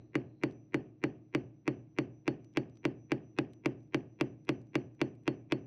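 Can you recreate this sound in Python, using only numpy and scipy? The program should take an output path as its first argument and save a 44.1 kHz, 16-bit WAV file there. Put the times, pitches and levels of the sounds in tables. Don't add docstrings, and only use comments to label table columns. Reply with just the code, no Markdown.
import sys
import numpy as np
from scipy import signal
from scipy.fft import rfft, irfft
from scipy.io import wavfile

SR = 44100
rng = np.random.default_rng(int(sys.argv[2]) if len(sys.argv) > 2 else 0)


def invert_db(x):
    u = np.asarray(x, float) / 20
    return 10 ** u


def wav_record(signal):
    frames = np.transpose(np.atleast_2d(signal))
    bounded = np.clip(frames, -1, 1)
    quanta = np.round(bounded * 32767).astype(np.int16)
    wavfile.write(sys.argv[1], SR, quanta)


N = 249779
LEAD = SR // 5
HULL_LAG_S = 0.00063

# (time [s], sharpness [dB], lower shaft ring [dB], upper shaft ring [dB], head beat null after blow [s])
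BLOWS = [(-0.1342, -11, -74, -68.2, 0.11), (0.1547, -6, -69.5, -69.5, .01), (0.4361, -1.5, -83, -62, .004),
         (0.7443, -6.5, -64, -79, 0.021), (1.0393, -3.5, -64.5, -68.5, .16),
         (1.3496, 0.5, -68.5, -65.5, .17), (1.6785, -0.5, -66, -73.5, 0.0043), (1.9866, 0, -66, -62.5, 0.1),
         (2.279, 1.5, -61.5, -65, 0.11), (2.5723, 3, -72, -60.5, .115), (2.853, 1.3, -68, -69, 0.082),
         (3.119, 1.5, -79, -66, 0.075), (3.3874, 3, -71.5, -71.5, 0.081), (3.6594, 1.5, -79.5, -84, 0.093),
         (3.9455, 2, -69, -79, .12), (4.211, 3, -80, -74, 0.15), (4.4918, 3, -65.5, -70.5, .15),
         (4.755, 2.7, -66, -68, 0.15), (5.0155, 3.0, -62, -69, 0.14), (5.2785, 2.5, -59, -78, .18),
         (5.5225, 4, -60, -62, 0.18)]
# (frequency [Hz], level [dB], t60 [s], polarity [+-1], gain change per dB of sharpness [1/dB])
PANELS = [(56.0, -56.1, 0.409, 1, 0.01), (70.6, -66.8, 0.76, 1, 0.05), (114.6, -51.5, 0.845, 1, 0.01),
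          (116.6, -44.3, 0.505, -1, 0.04), (123.7, -42.0, 0.352, -1, -0.01), (138.7, -28.2, 0.115, 1, 0.01),
          (147.2, -51.9, 0.845, -1, 0.01), (162.2, -54.0, 0.65, -1, 0.02), (171.4, -53.0, 0.492, -1, 0.07),
          (206.0, -43.9, 0.845, 1, 0.05), (206.2, -38.3, 0.599, -1, 0.04), (226.3, -32.8, 0.117, 1, 0.02),
          (234.5, -53.0, 0.494, -1, 0.02), (246.1, -50.1, 0.552, 1, 0.01), (263.3, -35.3, 0.228, 1, -0.01),
          (274.0, -50.4, 0.539, -1, 0.09), (282.3, -64.2, 0.827, -1, 0.17), (294.4, -15.5, 0.025, -1, -0.0),
          (302.2, -33.3, 0.192, -1, -0.0), (308.6, -35.0, 0.778, 1, -0.02),
          (308.7, -35.0, 0.845, -1, -0.02), (348.9, -25.4, 0.117, 1, 0.04), (376.4, -40.4, 0.259, 1, 0.02)]
# (frequency [Hz], level [dB], t60 [s], polarity [+-1], gain change per dB of sharpness [1/dB])
RIBS = [(418.7, -53.1, 0.367, 1, -0.03), (426.3, -23.3, 0.025, 1, -0.0), (463.8, -44.5, 0.159, -1, -0.02),
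        (479.7, -64.3, 0.576, -1, 0.07), (505.8, -29.9, 0.023, 1, 0.0), (513.7, -51.7, 0.236, -1, 0.03),
        (550.5, -43.5, 0.192, -1, -0.02), (558.7, -59.1, 0.405, -1, -0.01), (564.8, -39.1, 0.066, 1, -0.0),
        (599.3, -45.7, 0.166, -1, 0.09), (609.7, -53.2, 0.225, -1, 0.05), (621.3, -65.6, 0.347, -1, 0.18),
        (642.0, -46.2, 0.073, -1, 0.17), (670.8, -59.4, 0.116, -1, 0.12), (685.7, -57.4, 0.213, -1, 0.1),
        (792.3, -60.4, 0.224, -1, 0.09), (811.6, -50.1, 0.129, -1, 0.06), (863.7, -54.7, 0.084, 1, 0.21),
        (910.9, -66.2, 0.313, -1, -0.01)]
# (frequency [Hz], early level [dB], early t60 [s], late level [dB], late t60 [s])
TAIL_BANDS = [(96, -57.5, 0.47, -69, 0.83), (133, -60, 0.23, -56, 0.94), (302.3, -50.5, 0.23, -57.5, 1),
              (370, -59, 0.14, -49, 0.45), (545, -63.5, 0.022, -62.5, .6), (647, -49.5, 0.033, -63.5, 0.6),
              (756, -42, 0.046, -65, 0.5), (970, -43, 0.045, -64, 0.11), (1096, -54, 0.033, -67, 0.42),
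              (1698, -39, 0.027, -64, 0.35), (2400, -44.5, 0.041, -69.5, 0.49),
              (2730, -53, 0.038, -68, 0.3), (3600, -55, 0.032, -84, 0.36), (5300, -60, 0.022, -78, 0.3),
              (6900, -69, .014, -84, .16), (9500, -68.5, .008, -104, .06),
              (13770, -67.5, .003, -120, 0.046)]


def butter(order, hz, kind, x):
    return signal.sosfilt(signal.butter(order, hz, kind, fs=SR, output="sos"), x)


def highpass_zero_phase(x, hz, **padding):
    return signal.sosfiltfilt(signal.butter(2, hz, "high", fs=SR, output="sos"), x, **padding)


def band(x, hz, octaves, order=2):
    return butter(order, [hz * 2 ** (-octaves / 2), hz * 2 ** (octaves / 2)], "band", x)


def fade(t, t60):
    return (t >= 0) * np.exp(-np.log(1000) * np.maximum(t, 0) / t60)


def unit(x):
    return x / np.sqrt(np.mean(x ** 2))


def modes(t, hz, db, t60, sign):
    rings = fade(t[:, None], t60) * np.sin(2 * np.pi * hz * t[:, None])
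    return rings @ (sign * invert_db(db))


def add(out, start_s, sound):
    i = int(round(start_s * SR)) + LEAD
    out[i:i + len(sound)] += sound[:len(out) - i]


def clack(t, sharp_db, detune):
    # (frequency [Hz], level [dB], t60 [s], polarity [+-1], share of sharpness [dB/dB])
    tool = [(2309, -26.5, 0.014, -1, 0.6), (2787, -29, 0.014, 1, 0.24), (4274, -46, 0.016, 1, 0.84),
            (4743, -38.5, 0.0081, -1, 0.49), (5930, -37.5, 0.0053, 1, 1)]
    # (frequency [Hz], level [dB], t60 [s], polarity [+-1], share of sharpness [dB/dB])
    fitting = [(1122, -31, 0.0057, -1, 1.36), (1490, -21.5, 0.0047, -1, 0.43), (1927, -42, 0.04, 1, 0.4),
               (2040, -20.5, 0.0061, -1, -0.5), (2687, -41.5, 0.021, -1, 2.8), (3263, -36.5, 0.0095, -1, 3),
               (5330, -40, 0.0059, -1, 1.45)]
    # (frequency [Hz], level [dB], t60 [s], polarity [+-1], share of sharpness [dB/dB])
    seat = [(644, -41, 0.046, -1, 0.092), (796, -45, 0.029, -1, 0.08)]
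    out = 0
    for table, lag_s in ((tool, -0.00103), (fitting, -0.00012), (seat, HULL_LAG_S)):
        hz, db, t60, sign, share = np.transpose(table)
        detuned_hz = hz * (1 + 0.024 * detune[:len(hz)])
        out = out + modes(t - lag_s, detuned_hz, db + share * sharp_db, t60, np.sign(sign))
    return out


def shaft(t, lower_db, upper_db, luck):
    hz = np.array([4371, 4497 * (1 + 0.002 * luck)])
    return modes(t, hz, np.array([lower_db, upper_db]) + 5.5, 0.115, 0.93)


def hull(t, weight):
    hz, db, t60, sign, _ = np.transpose(PANELS + RIBS)
    gain = sign * weight
    deep = hz < 100

    def ring(k):
        return modes(t - HULL_LAG_S, hz[k], db[k], t60[k], gain[k])

    panels = highpass_zero_phase(ring(~deep), 66)
    keel_rise_s = 0.01
    return panels + ring(deep) * (1 - np.exp(-t / keel_rise_s))


def tails():
    t = np.arange(SR // 2) / SR
    rise = 1 - np.exp(-t / 0.00095)
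    echo_s, echo_spread_s, echo_db = 0.06, 0.0091, -8.5
    wall = 1 + invert_db(echo_db) * np.exp(-((t - echo_s) / echo_spread_s) ** 2)
    clumps = invert_db(1.3 * unit(band(rng.standard_normal(len(t)), 100, 1.9)))

    def response(hz, early_db, early_t60, late_db, late_t60):
        noise = unit(band(rng.standard_normal(len(t)) * clumps, hz, 0.44, order=4))
        early = invert_db(early_db) * fade(t, early_t60)
        late = invert_db(late_db) * wall * fade(t, late_t60)
        return noise * rise * (early + late)

    return np.array([[response(*row) for row in TAIL_BANDS] for _ in range(3)])


def blows():
    out, t = np.zeros(N + LEAD), np.arange(SR // 2) / SR
    pre_s = 0.002
    clack_t = np.arange(SR // 5) / SR - pre_s
    boom = hull(t, 0.97)
    shift = hull(t, np.array(PANELS + RIBS)[:, -1])
    same, vary_a, vary_b = tails()
    reach = np.clip(np.log2(np.array(TAIL_BANDS)[:, 0] / 1800), 0, 1) * 0.28
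    fresh = np.clip(0.69 + reach, 0, 1.5)[:, None]
    chance = rng.standard_normal((len(BLOWS), 10))
    for (s, sharp_db, lower_db, upper_db, _), luck in zip(BLOWS, chance):
        thump_db = -0.0564 * sharp_db
        add(out, s - pre_s, clack(clack_t, sharp_db, luck))
        add(out, s, shaft(t, lower_db, upper_db, luck[-2]))
        add(out, s, (boom + np.clip(sharp_db, -5, 5) * shift) * invert_db(thump_db + 0.46))
        angle = 10 * luck[-1]
        tail = same + fresh * (np.cos(angle) * vary_a + np.sin(angle) * vary_b)
        add(out, s, invert_db(thump_db + reach * sharp_db) @ tail)
    return out


def head():
    # (time [s], head ring mid-swing [dB], swell [dB/s], beat rate [Hz])
    grip = [(-.13, -79.5, -81.5, 5.1), (.15, -88, -60.5, 5), (.44, -76.5, -46, 3.1), (.75, -85, -41.5, 5.9),
            (1.999, -77, -25, 5.5), (2.899, -76.5, 39, 5.4), (3.7, -79.5, -19.5, 6.6),
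            (4.501, -77, -39.5, 7.1), (5.5, -79.5, -74, 6.6)]
    ring_hz, mid_swing_s = 5931, 0.13
    out = np.zeros(N + LEAD)
    ends = [row[0] for row in BLOWS[1:]] + [N / SR + 0.5]
    when, mid_db, swell_db, beat_hz = np.transpose(grip)
    for (s, *_, null_s), end in zip(BLOWS, ends):
        u = np.arange(int((end - s - 0.008) * SR)) / SR
        edges = np.clip(np.minimum(u, u[-1] - u) / 0.036, 0, 1)
        beat = np.sin(np.pi * np.interp(s, when, beat_hz) * (u - null_s))
        db = np.interp(s, when, mid_db) + np.interp(s, when, swell_db) * (u - mid_swing_s)
        add(out, s, invert_db(db) * edges * beat * np.sin(2 * np.pi * ring_hz * (u + s)))
    return out


def grit():
    # (time [s], peak level [dB], brightness [dB])
    ticks = [(0.51, -63.5, -25), (0.5224, -69, -28), (1.544, -87, -27), (2.445, -64.5, -11),
             (2.529, -78, -20), (2.537, -72, -16), (2.6968, -70.5, -21), (2.7551, -72, -20),
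             (2.771, -63.5, -29), (3.5338, -62, -8), (3.8044, -80, -17), (3.8306, -78, -10),
             (3.875, -86, -16), (4.1264, -83, -20), (4.4498, -73, -4), (4.6154, -70, -11),
             (4.6694, -76, -20), (4.9487, -72.5, -10), (5.152, -71, -9), (5.2345, -78, -5)]
    out, t = np.zeros(N + LEAD), np.arange(SR // 20) / SR
    envelope = fade(t, 0.013) * (1 - np.exp(-t / 0.00044))
    chance = rng.standard_normal((len(ticks), 2, len(t)))
    for (s, db, bright_db), (dull, bright) in zip(ticks, chance):
        puff = unit(band(dull, 2800, 2.4)) + invert_db(bright_db + 6) * unit(band(bright, 11000, 0.9))
        add(out, s, invert_db(db + 4.5) * puff * envelope)
    return out


def yard():
    # (frequency [Hz], density [dB per Hz])
    air_spectrum = [(24, -31), (40, -6), (290, -3), (800, -29.5), (5180, -46), (6020, -34), (6650, -60.5),
                    (16000, -51.5)]
    # (time [s], level [dB])
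    rustle_level = [
        (0, -87.5),
        (.12, -100),
        (.2, -100),
        (.27, -95),
        (.4, -89),
        (.45, -110),
        (5.7, -115),
    ]
    f = np.maximum(np.arange(N // 2 + 1) * SR / N, 1)
    hz, db = np.transpose(air_spectrum)
    shape = invert_db(np.interp(np.log(f), np.log(hz), db))
    air = irfft(rfft(rng.standard_normal(N)) * shape, N)
    rustle_gain = invert_db(np.interp(np.arange(N) / SR, *np.transpose(rustle_level)))
    rustle = unit(band(rng.standard_normal(N), 4050, 0.11)) * rustle_gain
    return invert_db(-68) * unit(air) + rustle


def scene():
    return ((blows() + head() + grit())[LEAD:] + yard())[None]


def band_limit(x):
    return signal.sosfilt(signal.butter(12, 16500, fs=SR, output="sos"), x)


def record(dry):
    # (offset [frames], level [dB])
    smear = [(-1, -25), (-2, -37), (-3, -56), (1, -40)]
    frame_s = 512 / 48000
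    heard = butter(2, 6296, "low", butter(3, 45, "high", dry))
    pad = SR // 10
    dull = np.pad(butter(2, (190, 4500), "band", heard), ((0, 0), (pad, pad)))
    ghosts = 0
    for frames, db in smear:
        ghosts = ghosts + invert_db(db - 3.5) * np.roll(dull, int(round(frames) * frame_s * SR), axis=1)
    t = np.arange(SR // 20) / SR
    blur = band(rng.standard_normal(len(t)), 2000, 6.2) * fade(t, 0.024)
    ghosts = ghosts + invert_db(-15.0) * signal.fftconvolve(ghosts, blur[None])[:, :N + 2 * pad]
    wet = heard + ghosts[:, pad:-pad]
    ceiling, knee = 0.13, 4.6
    held = wet / (1 + np.abs(wet / ceiling) ** knee) ** (1 / knee)
    held = highpass_zero_phase(held, 40, padtype="even", padlen=SR // 10)
    return band_limit(held)


dry = scene()
out = record(dry)
wav_record(out)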